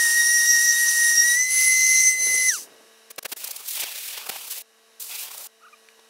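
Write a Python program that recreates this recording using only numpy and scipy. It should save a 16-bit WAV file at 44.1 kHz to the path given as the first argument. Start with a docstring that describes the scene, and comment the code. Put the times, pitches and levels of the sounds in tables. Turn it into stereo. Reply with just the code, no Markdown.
"""Outdoors in a yard, under the hum of a distant machine, a small electric sander works a carved wooden slab.
Its pad rasps, its fan whines, and air whistles over its vents as it turns in the hand. Lifted off, it
speeds up; switched off, it dives in pitch. A palm wipes the wood, then an air gun spits and blows the
dust away, its jet hissing and splashing on the carving. Two squeaks and a few small knocks follow."""
import sys
import numpy as np
from scipy import signal
from scipy.fft import rfft, irfft, next_fast_len
from scipy.io import wavfile

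SR = 44100
rng = np.random.default_rng(int(sys.argv[2]) if len(sys.argv) > 2 else 0)


def output_pcm(signal):
    """Save a mono or channel-first signal as 16-bit PCM at the path in sys.argv[1].

    Samples are clipped to [-1, 1] before scaling.
    """
    pcm = np.clip(np.atleast_2d(signal).T, -1, 1) * 32767
    wavfile.write(sys.argv[1], SR, np.round(pcm).astype(np.int16))


N = 268569
TIME = np.arange(N) / SR
LEFT_RIGHT = np.array([[1], [-1]])


def undb(db):
    """Decibels to gain."""
    return 10 ** (np.asarray(db) / 20)


def curves(rows):
    """Automation lanes: each column after the time, joined by straight lines."""
    times, *columns = np.transpose(rows)
    return [np.interp(TIME, times, column) for column in columns]


def swell(middle, length):
    """A smooth rise and fall, half as high at the ends of its length."""
    return .5 ** (abs(2 * (TIME - middle) / length) ** 3)


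def pan(db):
    """Left and right gains whose mean is 1; db is left minus right."""
    gains = undb(LEFT_RIGHT * db / 2)
    return gains / gains.mean(axis=0)


def noise(colour, likeness):
    """Stereo noise through an EQ curve; likeness is the correlation of the ears. The mid has rms 1."""
    size = next_fast_len(N)
    hz, db = np.transpose(colour)
    log_hz = np.log(np.fft.rfftfreq(size, 1 / SR) + 1)
    gain = undb(np.interp(log_hz, np.log(hz), db))
    white = rng.standard_normal((2, size))
    mid, side = irfft(rfft(white) * gain, size)[:, :N]
    width = np.sqrt((1 - likeness) / (1 + likeness))
    return (mid + width * LEFT_RIGHT * side) / mid.std()


def drift(rate):
    """Smooth random modulation with a spread near 1 and `rate` new values a second."""
    points = signal.resample_poly(rng.standard_normal(8192), 8, 1)
    return np.interp(TIME * rate * 8, np.arange(len(points)), points)


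def stereo_drift(rate):
    """An unrelated drift for each ear."""
    return np.array([drift(rate), drift(rate)])


# partials of the distant machine: f/Hz, level/dB
HUM_PARTIALS = [(224, -76), (447.5, -65.5), (672, -72), (1120, -73), (1571, -75), (1696, -73), (1921, -73),
                (2918, -75.5), (3792, -72), (9480, -82.5), (9954, -77), (11377, -88.5)]
# EQ of the outdoor air: f/Hz, level/dB
YARD_EQ = [(30, -41.5), (140, -37), (200, -16), (400, -5), (550, -2.5), (900, -3.5), (1700, -4.5),
           (2400, -6), (2950, -1), (3400, -11), (3850, -2.5), (4700, -8.5), (5550, -3), (7000, -9.5),
           (11000, -10), (15500, -21)]
# fader ride on hum and air together: t/s, gain/dB
YARD_RIDE = [(0, -3), (2.4, 1), (2.65, 3.5), (2.8, 3.5), (3.08, 2.5), (3.2, -3.5), (4.65, -3), (4.97, 0.5),
             (5.5, -2.5), (5.8, 1)]


def yard():
    """A distant machine hums, wavering slightly, in a bed of soft outdoor noise."""
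    hum = 0
    for hz, db in HUM_PARTIALS:
        phase = 2 * np.pi * hz * TIME + 0.37 * drift(rate=6.3) + rng.normal(0, 0.17, (2, 1))
        hum = hum + np.sqrt(2) * undb(db) * np.sin(phase)
    air = noise(YARD_EQ, likeness=.45) * undb(-58.5)
    return (hum + air) * undb(curves(YARD_RIDE)[0]) * pan(db=-3.0)


# light taps: t/s, level/dB, f/Hz, decay/s
KNOCK_HITS = [(5.887, -38.5, 2600, 0.0024), (5.991, -45.5, 533, 0.0067), (5.995, -42.5, 2800, 0.0017)]


def knocks():
    """Tools knock lightly: broadly resonant bursts with a hard attack and a fast decay."""
    out = 0
    for start, db, hz, decay in KNOCK_HITS:
        resonance = signal.iirpeak(hz, Q=1, fs=SR)
        body = rng.standard_normal((2, N))
        for _ in range(2):
            body = signal.lfilter(*resonance, body)
        envelope = (TIME >= start) * np.exp(-abs(TIME - start) / decay)
        out = out + body / body.std() * undb(db) * envelope
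    return out


# skin on wood: middle t/s, length/s, f/Hz, glide/(Hz/s), warble depth/Hz, level/dB, octave gain/dB
SKIN_SQUEAKS = [(5.656, 0.069, 1315, 700, 102, -49, -13), (5.737, 0.016, 1185, 5040, -2.5, -48, -1.5)]


def squeaks():
    """Skin sticks and slips: a rough, rising, warbling tone with its octave."""
    warble_period_s = 0.031
    out = 0
    for middle, length, hz, glide, warble_hz, db, octave_db in SKIN_SQUEAKS:
        warble = warble_hz * np.cos(2 * np.pi * (TIME - middle) / warble_period_s)
        pitch = hz + glide * np.clip(TIME - middle, -length, length) + warble
        jitter = 1 + 0.02 * drift(rate=300) + 0.025 * drift(rate=60)
        phase = 2 * np.pi * np.cumsum(pitch * jitter) / SR
        tone = np.sqrt(2) * (np.sin(phase) + undb(octave_db) * np.sin(2 * phase))
        out = out + tone * undb(db + 2 * drift(rate=120)) * swell(middle, length)
    return out * pan(db=-11.0)


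# EQ of the palm's dull rub: f/Hz, level/dB
PALM_EQ = [(60, -30), (170, -10.5), (350, 1), (600, 1), (900, -8), (2500, -16.5), (9000, -32)]
# strokes of the palm: middle t/s, length/s, level/dB
PALM_STROKES = [(2.288, 0.24, -48.5), (2.674, 0.37, -57)]


def palm_wipes():
    """A palm drags unevenly over the slab: grainy swells of friction noise."""
    drag = sum(undb(db) * swell(middle, length) for middle, length, db in PALM_STROKES)
    return noise(PALM_EQ, likeness=0.17) * drag * undb(3.6 * drift(rate=91))


def off_the_slab(x):
    """An echo from the wood whose path changes as the nozzle sweeps: a light flanging."""
    lag_s = .0008 * np.exp(.4 * drift(rate=12) + .15 * stereo_drift(rate=12))
    echo = np.array([np.interp(TIME - lag, TIME, side) for lag, side in zip(lag_s, x)])
    return (x + .4 * echo) / np.hypot(1, .4)


# EQs of the bright jet, its splash on the wood, its low buffeting and a spit's thud: f/Hz, level/dB
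JET_EQ = [(500, -31), (2000, -12.5), (4000, -0.5), (6500, 0.5), (10000, 2.5), (15000, 2.5)]
SPLASH_EQ = [(600, -24), (1600, 0), (2600, 11), (4200, 5.5), (6000, 3), (12000, -58)]
BUFFET_EQ = [(30, -22), (130, -28), (280, -11.5), (550, 4.5), (900, 4), (1500, 0.5), (2500, -17),
             (6000, -37.5)]
THUD_EQ = [(30, -18), (120, -14), (250, -5.5), (500, 7.5), (900, 0.5), (2800, 2.5), (5000, -3),
           (12000, -14)]
# one fader ride a blast, from valve open to valve shut: t/s, jet/dB, splash/dB, buffet/dB
BLAST_RIDES = [
    [(3.36, -35, -49, -52), (3.45, -35.5, -42.5, -50.5), (3.635, -39, -48.5, -53.5),
     (3.695, -25, -43.5, -61), (3.83, -32, -30, -44.5), (3.87, -33.5, -36.5, -48),
     (4.06, -29.5, -38, -57.5), (4.19, -35, -35.5, -45.5), (4.275, -38, -44.5, -47),
     (4.33, -36.5, -39, -47), (4.495, -35, -47.5, -54), (4.515, -29, -40.5, -53), (4.619, -33.5, -45, -54)],
    [(4.996, -29, -62, -56), (5.075, -37, -57, -61.5), (5.115, -33, -37.5, -56), (5.215, -29, -39, -53.5),
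     (5.285, -38, -43.5, -52), (5.47, -35.5, -54, -55.5)],
]
# short spits of the jet: middle t/s, length/s, hiss/dB, thud/dB
JET_SPITS = [(3.11, 0.013, -35.5, -44.5), (3.162, 0.004, -43.5, -61), (3.187, 0.01, -31, -30),
             (3.231, 0.0072, -36, -45), (3.257, 0.014, -29, -29.5), (3.302, 0.03, -41.5, -55),
             (3.326, 0.015, -27.5, -31.5), (3.446, 0.0088, -27.5, -45), (3.477, 0.0076, -29, -60),
             (3.513, 0.0087, -27.5, -43.5), (3.566, 0.008, -29, -57), (3.81, 0.018, -26.5, -54),
             (3.838, 0.01, -30.5, -30.5), (4.297, 0.011, -26.5, -27.5), (4.509, 0.011, -33, -63),
             (5.026, 0.0069, -35, -55), (5.38, 0.0045, -35, -60)]


def air_gun():
    """The nozzle hisses; where the jet hits the carving it splashes, buffets and spits in the grooves."""
    jet = noise(JET_EQ, likeness=0.09)
    splash = off_the_slab(noise(SPLASH_EQ, likeness=0.38))
    buffet = off_the_slab(noise(BUFFET_EQ, likeness=0.36))
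    thud = noise(THUD_EQ, likeness=0.095)
    out = 0
    for ride in BLAST_RIDES:
        opens, closes = ride[0][0], ride[-1][0]
        jet_db, splash_db, buffet_db = curves(ride)
        valve = np.clip((TIME - opens) / 0.0072, 0, 1) * np.exp(-np.maximum(TIME - closes, 0) / 0.0022)
        eddies = drift(rate=90) + .5 * drift(rate=1200)
        highs = jet * undb(jet_db - 1.75 + 1.95 * eddies)
        mids = splash * undb(splash_db - 2.0 + 1.7 * eddies)
        lows = buffet * undb(buffet_db - 1.0 + 2.85 * eddies + 2.0 * drift(rate=150))
        out = out + valve * (highs + mids + lows)
    for middle, length, hiss_db, thud_db in JET_SPITS:
        out = out + swell(middle, length) * (jet * undb(hiss_db) + thud * undb(thud_db))
    return out * pan(db=-1.5)


LIFT_S, OFF_S = (1.3, 1.5), 2.488  # the sander leaves the wood over this span; it is switched off


def on_wood():
    """1 while the pad lies on the slab, 0 once it is lifted."""
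    return np.interp(TIME, LIFT_S, [1, 0])


def whistle_pan(turn_db, side_db):
    """The shrill layers sit far to one side on the wood; in the air they follow the turning tool."""
    return pan(turn_db + side_db * on_wood())


# EQ of the pad on the wood: f/Hz, level/dB
PAD_EQ = [(150, -34), (450, -9), (650, -3.5), (820, -4.5), (950, 1.5), (1150, -0.5), (1500, 1), (2200, -1),
          (5000, -10)]


def pad_rasp(phase, load):
    """The pad rasps, biting harder at first; the loaded rotor sings faintly at half the blade rate."""
    rasp = noise(PAD_EQ, likeness=.55) * undb(1.5 * drift(rate=100))
    undertone = .25 * np.sin(phase / 2 + .8 * drift(rate=45)) * undb(3 * drift(rate=10))
    bite_db = 6.5 * np.exp(-TIME / 0.12)
    return (rasp + undertone) * on_wood() * undb(-46.5 + bite_db + 2.3 * load)


# EQ of the air through the housing: f/Hz, level/dB
RUSH_EQ = [(30, -37), (120, -41), (300, -43.5), (500, -22), (1050, -13.5), (1600, -5), (2300, -9.5),
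           (2800, 3.5), (3450, -5), (4500, 6), (6600, 7), (8000, 7), (9800, 10), (12000, 3.5), (15500, 1)]
# fader rides for the next three layers as the tool turns in the hand:
# t/s, blade tone/dB, fifth harmonic/dB, air rush/dB, vent whistle/dB, pan/dB
TURN_RIDES = [(0, -23.5, -31.5, -27.5, -32.5, -1), (0.3, -23, -20.5, -30.5, -31.5, -1),
              (0.85, -22.5, -33, -29, -31, -2.5), (0.92, -27.5, -32, -27.5, -32, -4),
              (1.0, -23.5, -27.5, -28.5, -28.5, -0.5), (1.32, -22.5, -27.5, -31.5, -27.5, -2.5),
              (1.46, -26, -42.5, -39, -29.5, -1), (1.53, -27, -25.5, -28.5, -32, -5),
              (1.63, -24, -25.5, -25, -25, -3), (1.68, -20.5, -21.5, -29, -26.5, 0),
              (1.79, -21.5, -34.5, -29.5, -21.5, 0), (1.89, -20.5, -23.5, -30, -21.5, -1.5),
              (1.99, -21, -27.5, -29.5, -19.5, 0), (2.09, -21.5, -32.5, -32, -23, -6),
              (2.16, -27, -42, -38.5, -36, -1), (2.25, -26.5, -27.5, -33, -26, -4.5),
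              (2.46, -22, -28, -31.5, -28, -7)]


def fan_rush(phase):
    """Each blade pushes out its own puff, so the rush of air pulses with the whine."""
    _, _, rush_db, _, turn_db = curves(TURN_RIDES)
    chop = (1 + .2 * np.sin(phase) + .07 * np.sin(2 * phase)) * undb(.8 * drift(rate=120))
    return noise(RUSH_EQ, likeness=0.1) * chop * undb(rush_db + 2.0) * pan(turn_db)


# shrill flares: middle t/s, length/s, third harmonic gain/dB, vent whistle gain/dB
VENT_FLARES = [(0.33, 0.4, 9.5, 2), (0.53, 0.096, 12.5, 6), (0.695, 0.079, 15.5, 8.5), (0.89, 0.031, 0, 9),
               (1.204, 0.11, 12, -2.5), (1.41, 0.061, 11.5, 2), (1.59, 0.044, 9, -5),
               (2.21, 0.15, 11, -6.5), (2.497, 0.025, 22, 6)]


def flares():
    """When the vents face the slab, the third harmonic and the whistle shift by these two dB curves."""
    return sum(np.outer([third_db, vent_db], .5 ** ((2 * (TIME - middle) / length) ** 2))
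               for middle, length, third_db, vent_db in VENT_FLARES)


def vent_whistle():
    """Air tumbling over the vent slots sings in a rough narrow band, higher with the faster fan."""
    _, _, _, vent_db, turn_db = curves(TURN_RIDES)
    _, flare_db = flares()
    hz = np.interp(TIME, LIFT_S, [5920, 6050])
    likeness, left_lead_rad = 0.67, 1.88
    eddies = rng.standard_normal((3, N)) + 1j * rng.standard_normal((3, N))
    eddies = signal.sosfilt(signal.butter(2, 260, fs=SR, output="sos"), eddies)
    common = eddies[0] * np.exp(.5j * left_lead_rad * LEFT_RIGHT)
    ears = np.sqrt(likeness) * common + np.sqrt(1 - likeness) * eddies[1:]
    band = np.real(ears * np.exp(2j * np.pi * np.cumsum(hz) / SR))
    return band / band.std() * undb(vent_db + 4.0 + flare_db) * whistle_pan(turn_db, side_db=-14.5)


# blade harmonics 1 to 7: gain on wood/dB, gain running free/dB, pan/dB, left lead/rad, waver/dB
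BLADE_HARMONICS = [(2, 0.26, -3.5, -0.48, 1.26), (-17.5, -17.5, -16, -0.4, 4), (-1.5, 0.5, -12.5, 2, 2.5),
                   (-12.5, -11, -6.5, 1.76, 3.5), (2.5, -0.5, -5, -0.56, 2.03), (-15, -27, 0, -0.79, 2.5),
                   (-16, -24.5, -1, 1.2, 2)]
# resonances of the housing, which the slowing harmonics slide through: f/Hz, level/dB
HOUSING_EQ = [(2500, -13.5), (3300, -19), (4200, -5), (5800, -14.5), (7000, -3.5), (9500, -7),
              (11000, -13.5), (14000, -27)]


def fan_whine(hz, phase):
    """Fan blades chop the air; reflections from the slab make every harmonic waver."""
    tone_db, fifth_db, _, vent_db, turn_db = curves(TURN_RIDES)
    flare_db, _ = flares()
    # the third rides with the whistle; on the wood its flares duck the fifth
    own_rides = {3: vent_db - 0.5 + flare_db, 5: fifth_db - 0.75 * flare_db * on_wood()}
    since_off = np.maximum(TIME - OFF_S, 0)
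    fade_out = np.clip((2.64 - TIME) / 0.086, 0, 1)
    coast_db = np.interp(TIME, [2.485, 2.52, 2.55, 2.585, 2.64], [-90, -36, -32, -43, -90])
    out = 0
    for k, (loaded_db, free_db, pan_db, lead, waver_db) in enumerate(BLADE_HARMONICS, 1):
        db = own_rides.get(k, tone_db) + np.interp(TIME, LIFT_S, [loaded_db, free_db])
        driven = undb(db - since_off * (300 if k == 1 else 520)) * fade_out
        coasting = undb(coast_db + np.interp(k * hz, *np.transpose(HOUSING_EQ)))
        waver = undb(waver_db * (stereo_drift(rate=20) + 0.76 * stereo_drift(rate=110)))
        # the phase between the ears wavers more for shorter waves
        ear_phase = lead / 2 * LEFT_RIGHT + 0.091 * (k - 1) * stereo_drift(rate=29)
        place = whistle_pan(turn_db, pan_db) if k == 3 else pan(pan_db)
        out = out + np.sqrt(2) * np.sin(k * phase + ear_phase) * (driven + coasting) * waver * place
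    return out


# pitch curve of the fan's blade rate, rising as the sander is lifted: t/s, f/Hz
BLADE_RATE = [(0, 1866), (0.3, 1886), (0.8, 1886), (1.21, 1876), (1.28, 1923), (1.34, 1919), (1.41, 2015),
              (1.5, 2042), (1.95, 2052), (2.48, 2031)]


def sander():
    """One motor drives fan and pad: quick strokes load it; switched off, friction brakes it steadily."""
    stroke_s, press_at_s, strokes_end_s = 0.158, 0.0968, 0.92
    swing_hz, brake_hz_per_s = 9.9, 10100
    stroking = np.clip((strokes_end_s - TIME) / stroke_s * 2, 0, 1)
    load = np.cos(2 * np.pi * (TIME - press_at_s) / stroke_s) * stroking
    powered_hz = curves(BLADE_RATE)[0] - swing_hz * load
    hz = np.maximum(powered_hz - brake_hz_per_s * np.maximum(TIME - OFF_S, 0), 100)
    flow = hz / powered_hz  # the air flow falls as the rotor brakes
    hz = hz * (1 + 0.0014 * drift(rate=180))
    phase = 2 * np.pi * np.cumsum(hz) / SR
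    rush = flow * fan_rush(phase)
    rasp = pad_rasp(phase, load)
    whine = fan_whine(hz, phase)
    whistle = flow ** 2 * vent_whistle()
    fade_out = np.clip((2.69 - TIME) / 0.058, 0, 1)
    return whine + rasp + fade_out * (rush + whistle)


def scene():
    """The full mix, in open air."""
    return sander() + air_gun() + palm_wipes() + squeaks() + knocks() + yard()


def record(dry):
    """A steep low-pass cuts the very top."""
    top_hz = 15650
    return signal.sosfilt(signal.ellip(10, .2, 80, top_hz, fs=SR, output="sos"), dry)


dry = scene()
out = record(dry)
output_pcm(out)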